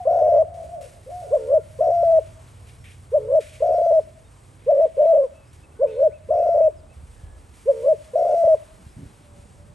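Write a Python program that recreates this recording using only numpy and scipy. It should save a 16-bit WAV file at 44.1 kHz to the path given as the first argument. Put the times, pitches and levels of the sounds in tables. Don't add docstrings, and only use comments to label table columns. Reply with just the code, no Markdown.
import sys
import numpy as np
from scipy import signal
from scipy.fft import rfft, irfft, next_fast_len
from scipy.io import wavfile
from scipy.ndimage import uniform_filter1d

SR = 44100
rng = np.random.default_rng(int(sys.argv[2]) if len(sys.argv) > 2 else 0)


def log_audio(samples):
    frames = np.atleast_2d(samples).T
    limited = np.clip(frames, -1, 1)
    pcm = np.round(limited * 32767).astype(np.int16)
    wavfile.write(sys.argv[1], SR, pcm)


def gain_from_decibels(decibels):
    exponent = np.asarray(decibels, float) / 20
    return 10 ** exponent


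N = 429534
T = np.arange(N) / SR
HZ = np.maximum(np.fft.rfftfreq(next_fast_len(N), 1 / SR), 1)

# (time [s], engine level [dB], wind level [dB])
RUMBLE = [(0.0, -52.5, -60), (2.2, -48.5, -59), (4.3, -53, -55), (5.5, -52, -57.5), (6.4, -50.5, -54.5),
          (7.3, -52.5, -41.5), (8.3, -52, -76), (8.7, -54, -48), (9.74, -48.5, -54.5)]


def on_hz(table, hz, axis=1):
    columns = np.array(table)
    return np.interp(np.log(hz), np.log(columns[:, 0]), columns[:, axis])


def curves(table):
    s, *columns = np.transpose(table)
    span = slice(int(max(s[0], 0) * SR), int(s[-1] * SR))
    return span, [np.interp(T[span], s, column) for column in columns]


def gains(table):
    return [gain_from_decibels(np.pad(db, (0, N - len(db)), "edge")) for db in curves(table)[1]]


def faded(x, s=.004):
    ramp = np.minimum(np.arange(len(x)), np.arange(len(x))[::-1]) / (s * SR)
    return x * np.minimum(ramp, 1)


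def ring(x, hz, width_hz):
    r = np.exp(-np.pi * width_hz / SR)
    poles = [1, -2 * r * np.cos(2 * np.pi * hz / SR), r * r]
    return signal.lfilter([(1 - r * r) / 2, 0, (r * r - 1) / 2], poles, x)


def walk(rate):
    k = int(SR / rate)
    held = np.repeat(rng.standard_normal(N // k + 1), k)
    x = uniform_filter1d(uniform_filter1d(held, k), k)[:N]
    return x / x.std()


def wash(spectrum, flicker_db, rate, octaves):
    # (frequency [Hz], side minus mid [dB], share of side tied to mid [0-1], its lead [rad])
    ports = [(40, -11.5, .5, 2.0), (130, -11.5, .6, 2.8), (300, -9.5, .4, 2.5), (900, 1.5, .15, 1.5),
             (2500, -8, .5, 1.5), (4700, -11, .6, 1.5), (6200, -30, .7, 1.5), (8500, -14.5, .9, 1.5),
             (9300, -0.5, 0.93, 1.5), (10800, 3, 0.92, 1.5), (12000, -21.5, .95, 1.5)]
    size = next_fast_len(N)
    mid, other = rfft(rng.standard_normal((2, N)), size)
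    like = np.clip(on_hz(ports, HZ, axis=2), 0, 1)
    tied = np.exp(1j * on_hz(ports, HZ, axis=3)) * like * mid
    side = gain_from_decibels(on_hz(ports, HZ)) * (tied + np.sqrt(1 - like ** 2) * other)
    inside = (HZ > spectrum[0][0]) & (HZ < spectrum[-1][0])
    pair = np.array([mid + side, mid - side]) * gain_from_decibels(on_hz(spectrum, HZ)) * inside
    band = (np.log2(HZ / spectrum[0][0]) / octaves).astype(int)
    out = np.zeros((2, N))
    for k in range(band[inside].max() + 1):
        out += irfft(pair * (band == k), size)[:, :N] * gain_from_decibels(flicker_db * walk(rate))
    return out / np.sqrt(np.mean(out.mean(axis=0) ** 2))


def placed(x, pan_db, lag):
    late = np.interp(np.arange(N) - lag, np.arange(N), x)
    return np.array([x * gain_from_decibels(pan_db / 2), late * gain_from_decibels(-pan_db / 2)])


def yard_air():
    # (frequency [Hz], level [dB per Hz])
    hush = [(120, -29), (200, -2), (474, -3.5), (586, -5), (1070, -9), (5630, -31.5), (8740, -15.5),
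            (9800, -28.5), (12700, -51.5), (21600, -120)]
    return gain_from_decibels(-58) * wash(hush, 1.2, 7, 0.93)


def firing():
    # (time [s], firing rate [firings per s])
    speed = [(0, 18.9), (2, 18.9), (2.9, 18.5), (4.3, 18.3), (4.55, 19.6), (9.74, 19.7)]
    # (multiple of the firing rate, level [dB], loudest time [s], lasting [s])
    partials = [(2, -62, 1.2, 2), (3, -59.5, 1.5, 1.8), (3, -57.5, 4.0, 1.1), (4, -53.5, 1.4, 2.3),
                (4, -53, 6.2, 1.6), (5, -49, .2, .6), (5, -49.5, 2.1, 1), (5, -51.5, 3.7, 0.97),
                (5, -58, 6.3, 0.73), (6, -58.5, .2, .5), (6, -52.5, 2, 1), (6, -57.5, 3.6, 0.77),
                (7, -60, .3, .6), (7, -56, 2, 0.72), (7, -55.5, 3.5, 0.99), (8, -59.5, 0.46, 0.6),
                (9, -59, 0.33, 0.51)]
    rate = np.interp(T, *np.transpose(speed)) * (1 + 0.0028 * walk(3))
    phase = 2 * np.pi * np.cumsum(rate) / SR
    out = np.zeros(N)
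    for k, db, s, lasting in partials:
        swell = np.exp(-((T - s) / lasting) ** 2)
        out += np.sqrt(2) * gain_from_decibels(db + 1.5 * walk(6)) * swell * np.sin(round(k) * phase + k * k)
    return out


def engine():
    # (frequency [Hz], level [dB per Hz])
    drone = [(25, -45), (50, -6), (90, -2), (125, -5.5), (170, -12.5), (320, -28)]
    level = gains(RUMBLE)[0]
    return level * wash(drone, 2.0, 8.0, .9) + placed(firing(), -1.5, 12)


def wind_thumps():
    # (time [s], level [dB], boom pitch [Hz])
    puffs = [
        (6.965, -29, 69),
        (7.034, -24.5, 75),
        (7.234, -22.5, 74),
        (8.446, -24.5, 101),
        (8.54, -26.5, 103.6),
        (8.863, -25.5, 104),
        (8.966, -22, 110),
        (9.03, -23.5, 100),
        (9.056, -25.5, 85.1),
        (9.391, -30, 79),
    ]
    # (start [s], length [s], level [dB])
    buffets = [
        (6.262, 0.11, -50),
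        (6.944, 0.15, -60.5),
        (8.411, 0.097, -48),
        (8.722, 0.14, -52),
        (8.861, 0.062, -47),
        (8.934, 0.203, -46),
        (9.125, 0.45, -53),
        (9.55, 0.26, -56.5),
    ]
    out = np.zeros(N)
    for s, db, hz in puffs:
        span = slice(int(s * SR), int((s + 3 / hz) * SR))
        after = T[span] - s
        boom = np.exp(-1.6 * hz * after) * np.sin(2 * np.pi * hz * after)
        out[span] += gain_from_decibels(db) * boom * np.minimum(after / 0.0048, 1)
    push = np.zeros(N)
    for s, length, db in buffets:
        push += gain_from_decibels(db) * np.clip(1 - (2 * (T - s) / length - 1) ** 4, 0, 1)
    turbulence = rng.standard_normal(N)
    for _ in range(3):
        turbulence = ring(turbulence, 120, 280)
    return out + gain_from_decibels(16.5 + 4.85 * walk(45)) * push * turbulence


def wind():
    level = gains(RUMBLE)[1]
    gusts = wash([(20, -28.5), (40, -6.0), (55, -9.0), (75, -8.5), (120, -26.5)], 2.5, 2.0, 0.98)
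    return gain_from_decibels(-2.0) * level * gusts + placed(wind_thumps(), -1.0, 14)


def rustle():
    # (frequency [Hz], level [dB per Hz])
    leaves = [(1100, -10.5), (2250, -3.5), (4000, -8.5), (7300, -8.5), (8600, -4.5), (10300, -6),
              (11500, -7.5), (12100, -18.5), (12700, -32.5)]
    # (time [s], level [dB])
    breeze = [(0.0, -59.5), (0.78, -67), (0.9, -59.5), (2.9, -58), (3.39, -60.5), (4.04, -60.5),
              (5.6, -64.5), (6.3, -66), (6.8, -65), (7.3, -63), (7.9, -54.5), (9.74, -61.5)]
    # (time [s], level [dB], darker part over that [dB], held [s])
    shakes = [(0.54, -48, -29, 0.1), (0.81, -36.5, -30, 0.02), (1.0992, -47.5, -32, 0.18),
              (1.63, -57, -21.5, 0.1), (2.049, -55.5, -6, 0.22), (2.6689, -51.5, -7, 0.029),
              (2.841, -43, -2.5, 0.033), (3.405, -40, -10, 0.12), (4.6, -60, -1, 0.46),
              (5.529, -48, -20, 0.017), (5.871, -55, -0.5, 0.083), (6.93, -51, -26, 0.053),
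              (7.0684, -49.5, -23, 0.061), (7.539, -53, -21.5, 0.1)]
    bright, dark = gain_from_decibels(-2.0) * gains(breeze)[0], np.zeros(N)
    for s, db, darker_db, held in shakes:
        dying = np.maximum(np.maximum(T - s, 0) - held, 0)
        t60_s = 0.23 + 5.1 * held
        fall = (T > s) * np.exp(-np.log(1000) * dying / t60_s)
        bright += gain_from_decibels(db - 16.0) * fall
        dark += gain_from_decibels(db + darker_db - 5.5) * fall
    grain = gain_from_decibels(1.2 * walk(30) + 0.75 * walk(200))
    hiss = bright * wash(leaves, 0.58, 6.2, 1.0)
    flap = dark * wash([(1300, -17.0), (2300, -2.0), (4000, -12.0)], 1.3, 12, 0.47)
    return grain * (hiss + flap)


def whistles(tables, closing, wobble):
    out = np.zeros(N)
    for table in tables:
        span, (hz, db, *depth) = curves(table)
        shut = np.clip(depth[0] if depth else .4, 0, 1) * closing[span]
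        tone = np.sin(2 * np.pi * np.cumsum(hz * (1 - wobble * shut)) / SR)
        out[span] += faded(np.sqrt(2) * gain_from_decibels(db) * (1 - shut) * tone, 0.0074)
    return out * gain_from_decibels(0.74 * walk(27))


def songbirds():
    # (start [s], length [s], first pitch [Hz], level [dB])
    chirps = [
        (5.339, 0.12, 2590, -63.5),
        (5.629, 0.032, 2570, -59),
        (5.868, 0.054, 2330, -55.5),
        (6.108, 0.072, 1830, -59.5),
        (6.352, 0.094, 2080, -62.5),
        (6.6, 0.08, 1840, -61.5),
        (6.894, 0.046, 2500, -64),
    ]
    # (start [s], length [s], first pitch [Hz], last pitch [Hz], level [dB])
    peeps = [(6.76, .05, 5400, 4600, -68), (5.75, .4, 1505, 1500, -64), (1.2, .46, 1440, 1395, -66),
             (7.16, .22, 1700, 1698, -68), (5.89, .09, 3660, 3650, -65), (5.89, .13, 4280, 4200, -69),
             (5.82, .04, 2270, 2240, -66), (2.78, .06, 5600, 5550, -70), (8.88, .06, 5250, 5150, -70),
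             (4.24, .05, 3700, 3690, -69), (4.7, .13, 1930, 1925, -66), (5.45, .07, 5000, 5250, -71),
             (4.0, .06, 5250, 5240, -71)]
    top_hz = 2654
    calls = []
    for s, length, hz, db in chirps:
        calls.append([(s, hz, db - 2), (s + 0.43 * length, top_hz, db), (s + length, 0.96 * top_hz, db - 2)])
    for s, length, hz, end_hz, db in peeps:
        calls.append([(s, hz, db - 2.0), (s + length / 2, (hz + end_hz) / 2, db), (s + length, end_hz, db)])
    flutter = np.cos(np.pi * np.cumsum(45 * (1 + 0.22 * walk(25))) / SR) ** 4
    return whistles(calls, flutter, 0.04)


def neighbours():
    # (time [s], pitch [Hz], level [dB], flutter [0-1])
    calls = [
        [(0, 754, -27, 0), (.052, 670, -39, 0.08)],
        [(.43, 693.6, -44.5, 0.94), (.55, 688.7, -35.5, 1.2), (.66, 652, -33.5, 0.83), (.68, 570, -64, 1.2)],
        [(.69, 690, -53, 0.1), (.74, 700, -31.5, 0), (.8, 586.5, -40.5, 0.43), (.85, 547, -42, 0.7),
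         (.88, 482, -51, 0.76)],
        [(1.06, 465, -45, 0.76), (1.085, 562, -36, 0.57), (1.115, 699, -35, 0.63), (1.16, 721, -33.5, 0),
         (1.215, 715, -36.5, 1), (1.24, 659, -34.5, 0.8), (1.285, 430, -44, 0.77)],
        [(9.19, 590, -67, 0.18), (9.38, 574, -58, 0), (9.46, 570, -73, 0.17)],
        [(9.58, 570, -62.5, 0), (9.63, 587, -57.5, 0.05), (9.74, 592, -61.5, 0.26)],
    ]
    catches = [0.471, .495, .517, 0.544, .57, .597, .618, .642, .667, .765, .785, .806, 0.827, .856, 1.088,
               1.1, 1.113, 1.222, 1.244, 1.27]
    closing, shut = np.zeros(N), np.hanning(int(.012 * SR))
    for s in catches:
        closing[int(s * SR) - len(shut) // 2:][:len(shut)] = shut
    return whistles(calls, closing, 0.33)


def long_coos():
    # (start [s], length [s], held effort [dB], swell towards the end [dB])
    calls = [
        (0.051, 0.37, -7, 0.5),
        (1.787, 0.4, -8, 2),
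        (3.602, 0.39, -9, 1.6),
        (6.286, 0.393, -9, 1.3),
        (8.133, 0.41, -9.5, 3.5),
    ]
    top_pitch = [708, 699, 696, 693, 695]
    # (time after the start [s], share of top pitch, effort over the hold [dB])
    scoop = [(0, 0.69, -11.5), (0.016, 0.74, -11.5), (0.023, .91, 0.5), (0.04, 0.985, 0), (0.055, 1, 0)]
    # (time after the end [s], share of top pitch, effort over the swell [dB])
    drop_off = [(0, .9, 0), (.003, .76, -17.5), (.012, .66, -20.5), (0.026, 0.56, -28.5)]
    out = []
    for (s, length, db, swell_db), hz in zip(calls, top_pitch):
        end, end_db = s + length, db + swell_db
        rise = [(s + dt, hz * share, db + d) for dt, share, d in scoop]
        middle = [(s + .56 * length, .98 * hz, db), (s + .87 * length, .937 * hz, end_db)]
        fall = [(end + dt, hz * share, end_db + d) for dt, share, d in drop_off]
        out.append(rise + middle + fall)
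    return out


def short_coos():
    # (start [s], length [s], first hump length [s], low pitch [Hz], second climb [s])
    calls = [
        (1.304, 0.28, 0.06, 453, 0.077),
        (3.115, 0.28, 0.06, 442.2, 0.089),
        (5.789, 0.2913, .064, 449, 0.087),
        (7.654, 0.28, 0.057, 457.9, 0.076),
    ]
    hump_lift = [1.0, 1.0, 0.97, .93]
    # (share of its length, pitch [Hz], effort [dB])
    first_hump = [(0, 428.5, -28.5), (.16, 456.6, -18), (0.681, 650, -8), (.95, 596, -12.5)]
    # (time after the end [s], pitch [Hz], effort [dB])
    last_hump = [(-.038, 650.7, -7), (-.009, 622.5, -8), (-.004, 488, -20.5), (.006, 450, -19.5),
                 (0.019, 368, -29.5)]
    low_db = -22
    out = []
    for (s, length, hump_s, hz, climb_s), lift in zip(calls, hump_lift):
        end = s + length
        first = [(s + share * hump_s, f * lift, d) for share, f, d in first_hump]
        low = [(s + hump_s + 0.018, hz, low_db), (end + last_hump[0][0] - climb_s, hz, low_db)]
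        last = [(end + dt, f, d) for dt, f, d in last_hump]
        out.append(first + low + last)
    return out


def coos():
    # (time [s], pitch [Hz], effort [dB])
    hurried = [
        [(4.66, 404, -29.5), (4.669, 466, -17), (4.707, 681, -5), (4.747, 554, -15.5), (4.822, 660, -7),
         (4.85, 642.5, -6.5), (4.864, 563, -19), (4.868, 483, -22.5), (4.884, 430, -33.5)],
        [(4.967, 495, -18.5), (5.009, 629, -7), (5.046, 654.5, -9.5), (5.115, 658.6, -4), (5.144, 600, -10),
         (5.165, 649, -6.5), (5.193, 570, -12.5), (5.254, 511, -18), (5.275, 420, -38.5)],
    ]
    return list(hurried) + long_coos() + short_coos()


def stutters():
    # (time [s], closure [0-1], share of a cycle lost)
    early = [(0.089, 0.83, 0.55), (0.11, 0.2, 0.43), (0.125, 0.95, 1), (0.141, 1, 0.37), (0.156, 0.83, 0.9),
             (0.174, 0.3, 0.42), (0.186, 1, 0.45), (0.199, 0.98, 0.65), (0.214, 0.8, 0.92),
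             (0.222, 0.2, 0.62), (0.232, 0.9, 0.76), (0.243, 0.82, 0.75), (0.253, 0.9, 0.76),
             (0.263, 0.6, 0.69), (0.274, 1, 0.99), (0.285, 0.7, 0.82), (0.322, 0.6, 0.62),
             (0.335, 0.73, 0.76), (0.343, 0.75, 0.8), (0.36, 0.75, 0.81), (0.37, 0.92, 0.79),
             (0.379, 0.9, 0.77), (1.802, 0.8, 0.76), (1.82, 0.97, 0.55), (1.839, 0.95, 0.6),
             (1.854, 0.9, 0.6), (1.872, 0.5, 0.6), (1.885, 0.48, 0.82), (1.9, 0.8, 0.92), (1.912, 1, 0.47),
             (2.03, 0.7, 0.76), (3.617, 0.6, 0.65), (3.639, 0.95, 0.97), (3.657, 0.78, 0.89),
             (3.676, 0.9, 0.69), (3.691, 0.5, 0.78), (3.705, 0.58, 0.91), (3.719, 0.7, 0.6),
             (3.73, 0.9, 0.49), (3.744, 0.5, 0.69), (3.782, 0.7, 0.81), (3.794, 0.9, 0.78),
             (3.815, 0.6, 0.74), (3.862, 0.8, 0.72), (3.909, 0.7, 0.62), (3.92, 0.7, 0.79)]
    # (time [s], closure [0-1], share of a cycle lost)
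    late = [(6.3, 0.36, 0.56), (6.32, 0.8, 0.69), (6.336, 0.82, 0.68), (6.354, 0.81, 0.96),
            (6.373, 0.9, 0.97), (6.385, 0.6, 0.7), (6.4, 0.49, 0.7), (6.423, 0.86, 1), (6.455, 1, 0.47),
            (6.466, 0.79, 0.83), (6.489, 0.35, 0.7), (6.545, 0.81, 0.76), (6.555, 0.85, 0.83),
            (6.567, 0.94, 0.48), (6.575, 0.85, 0.81), (6.606, 0.6, 0.64), (8.153, 0.22, 0.42),
            (8.173, 1, 1), (8.192, 0.32, 0.6), (8.208, 0.62, 0.76), (8.223, 0.23, 0.62), (8.251, 0.7, 0.92),
            (8.263, 0.79, 0.94), (8.286, 0.98, 0.41), (8.295, 0.65, 0.82), (8.307, 0.81, 0.85),
            (8.32, 0.83, 0.91), (8.329, 0.7, 0.81), (8.341, 0.48, 0.87), (8.37, 0.18, 0.13),
            (8.437, 0.95, 0.65), (8.474, 0.74, 0.72)]
    # (time [s], closure [0-1], share of a cycle lost)
    short = [(1.351, 0.83, 0.53), (1.364, 0.65, 0.58), (1.512, 0.26, 0.34), (1.522, 0.82, 0.23),
             (1.535, 0.48, 0.57), (3.163, 0.31, 0.1), (3.187, 0.47, 0.51), (3.313, 0.52, 0.52),
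             (3.321, 0.51, 0.34), (3.333, 0.94, 0.52), (3.346, 1, 0.54), (4.719, 0.48, 0.39),
             (4.727, 0.606, 0.54), (4.745, 0.6, 0.36), (4.766, 0.55, 0.54), (4.774, 0.37, 0.5),
             (4.785, 0.66, 0.3), (4.795, 0.41, 0.65), (4.806, 0.94, 0.39), (4.857, 0.53, 0.75),
             (4.974, 0.66, 0.51), (4.988, 0.6, 0.33), (5.014, 0.94, 0.35), (5.025, 0.79, 0.62),
             (5.035, 0.98, 0.48), (5.055, 0.48, 0.55), (5.134, 0.65, 0.52), (5.146, 0.81, 0.76),
             (5.172, 0.9, 0.58), (5.18, 0.85, 0.44), (5.208, 0.3, 0.2), (5.234, 1, 0.8),
             (5.826, 0.85, 0.57), (5.838, 1, 0.43), (5.853, 0.53, 0.44), (6.011, 0.4, 0.4),
             (6.024, 0.37, 0.43), (7.694, 0.32, 0.26), (7.703, 0.35, 0.17), (7.855, 0.36, 0.45),
             (7.866, 0.31, 0.29), (7.879, 0.45, 0.53)]
    # (closure [0-1], beat times [s])
    purrs = [
        (1, [1.391, 1.404, 1.42, 1.433, 1.445, 1.459, 1.473, 1.484, 1.497]),
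        (0.7, [3.198, 3.213, 3.226, 3.245, 3.253, 3.27, 3.283, 3.296]),
        (.7, [5.866, 5.878, 5.891, 5.91, 5.924, 5.937, 5.951, 5.963, 5.975, 5.986, 6.0]),
        (0.8, [7.731, 7.744, 7.76, 7.773, 7.785, 7.8, 7.816, 7.83, 7.839]),
    ]
    closings = [(s, 0.0073, closure, lost) for s, closure, lost in early + late + short]
    closings += [(s, 0.0069, closure, 0.13) for closure, beats in purrs for s in beats]
    opening, drag = np.ones(N), np.zeros(N)
    slow = np.hanning(int(0.006 * SR))
    burst = np.hanning(int(0.0058 * SR))
    for s, length, closure, lost in closings:
        i, close = int(s * SR), np.hanning(int(length * SR))
        opening[i - len(close) // 2:][:len(close)] *= 1 - np.clip(closure, 0, 1) * close
        opening[i + len(close) // 3:][:len(burst)] *= 1 + 0.27 * burst
        drag[i - len(slow) // 2:][:len(slow)] += lost * slow / slow.sum()
    return opening, drag


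def membrane_buzz(hz, db, tremble, waver):
    # (frequency [Hz], level [dB])
    overtones = [(850, -63), (1050, -51), (1220, -64.5), (1400, -63), (2000, -69.5), (3600, -78),
                 (5000, -72.5), (5600, -68.5), (6300, -71.5), (7000, -86), (8600, -78.5)]
    even = 2 * np.pi * np.cumsum(uniform_filter1d(hz, size=900) * (1 + .007 * tremble)) / SR
    glide = uniform_filter1d(np.gradient(hz) * SR, 600) / 750
    steady = (1 + glide ** 2) ** -0.6 * gain_from_decibels(.8 * np.minimum(db + 11.0, 0))
    buzz = np.zeros(len(hz))
    for k in range(2, 14):
        coming = gain_from_decibels(2.0 * waver[4000 * k:][:len(hz)])
        tone = gain_from_decibels(on_hz(overtones, k * hz)) * np.sin(k * even) * coming
        buzz += tone * steady if k > 2 else tone
    return buzz


def crop_and_throat(voice):
    crop = ring(voice, 570, 94.4)
    crop = crop - gain_from_decibels(3.5) * ring(crop, 806, 70)
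    skin = signal.butter(2, 980, fs=SR, output="sos")
    return signal.sosfiltfilt(skin, crop)


def breath(voice, opening):
    flow = uniform_filter1d(np.abs(voice), size=400) * (0.54 + 3 * np.maximum(1 - opening, 0))
    return gain_from_decibels(-26.5) * ring(flow * rng.standard_normal(N), 960, 180)


def dove():
    opening, drag = stutters()
    voice, leak = np.zeros(N), np.zeros(N)
    tremble, waver = walk(150), walk(21)
    for coo in coos():
        span, (hz, db) = curves(coo)
        waver = np.roll(waver, 30000)
        phase = 2 * np.pi * np.cumsum(hz * (1 + 0.0087 * tremble[span]) / SR)
        tone = np.sin(phase - 2 * np.pi * np.cumsum(drag[span]))
        voice[span] = faded(np.sqrt(2) * gain_from_decibels(db) * opening[span] * tone)
        buzz = membrane_buzz(hz, db, tremble[span], waver)
        level = gain_from_decibels(0.099 * (db + 14.0)) * (0.25 + 1.1 * opening[span])
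        leak[span] = faded(level * gain_from_decibels(2.0 * tremble[span]) * buzz)
    return breath(voice, opening) + crop_and_throat(voice), leak


def echoes(x):
    # (delay [s], level [dB])
    copies = [
        (.022, -34.5),
        (.045, -34),
        (.075, -36.5),
        (.12, -42),
        (.15, -44),
        (.19, -47),
        (.23, -48.5),
    ]
    voice_hz = 655
    after = T[:SR // 2]
    decay = np.exp(-np.log(1000) * after / 0.52)
    tail = gain_from_decibels(-54) * rng.standard_normal((2, len(after))) * decay * (after > .015)
    probe = np.exp(2j * np.pi * voice_hz * T[:1000])
    for s, db in copies:
        smear = rng.standard_normal((2, len(probe))) * np.hanning(len(probe))
        power = np.abs(smear @ probe) ** 2 / 2 + (smear ** 2).sum(axis=1) / 2
        smear /= np.sqrt(power)[:, None]
        tail[:, int(s * SR) - len(probe) // 2:][:, :len(probe)] += gain_from_decibels(db) * smear
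    returned = signal.fftconvolve(ring(x, voice_hz, 260)[None], tail, axes=1)[:, :N]
    return returned * gain_from_decibels(2.2 * walk(35))


def scene():
    background = yard_air() + engine() + wind() + rustle()
    small, far = songbirds(), neighbours()
    near, buzz = dove()
    upper = ring(near, 665, 280)
    close = placed(upper, 2.2, 3) + placed(near - upper, -1.2, 3) + buzz
    distant = placed(far, 1.1, 1.5) + placed(small, .4, .6)
    small_echo = gain_from_decibels(-11.5) * np.roll(placed(small, -1, 0), 3500, axis=1)
    return background + distant + close + echoes(near + gain_from_decibels(20.5) * far) + small_echo


def low_pass(x):
    return signal.sosfilt(signal.butter(12, 13070, fs=SR, output="sos"), x)


def record(dry):
    mid, side = (dry[0] + dry[1]) / 2, (dry[0] - dry[1]) / 2
    notch_hz, notch_width_hz = 10230, 780
    mid = signal.filtfilt(*signal.iirnotch(notch_hz, notch_hz / notch_width_hz, SR), mid)
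    top = signal.butter(8, 11700, fs=SR, output="sos")
    bass = signal.butter(2, 32, "high", fs=SR, output="sos")
    mix = signal.sosfilt(np.vstack([top, bass]), [mid + side, mid - side])
    return low_pass(mix)


dry = scene()
out = record(dry)
log_audio(out)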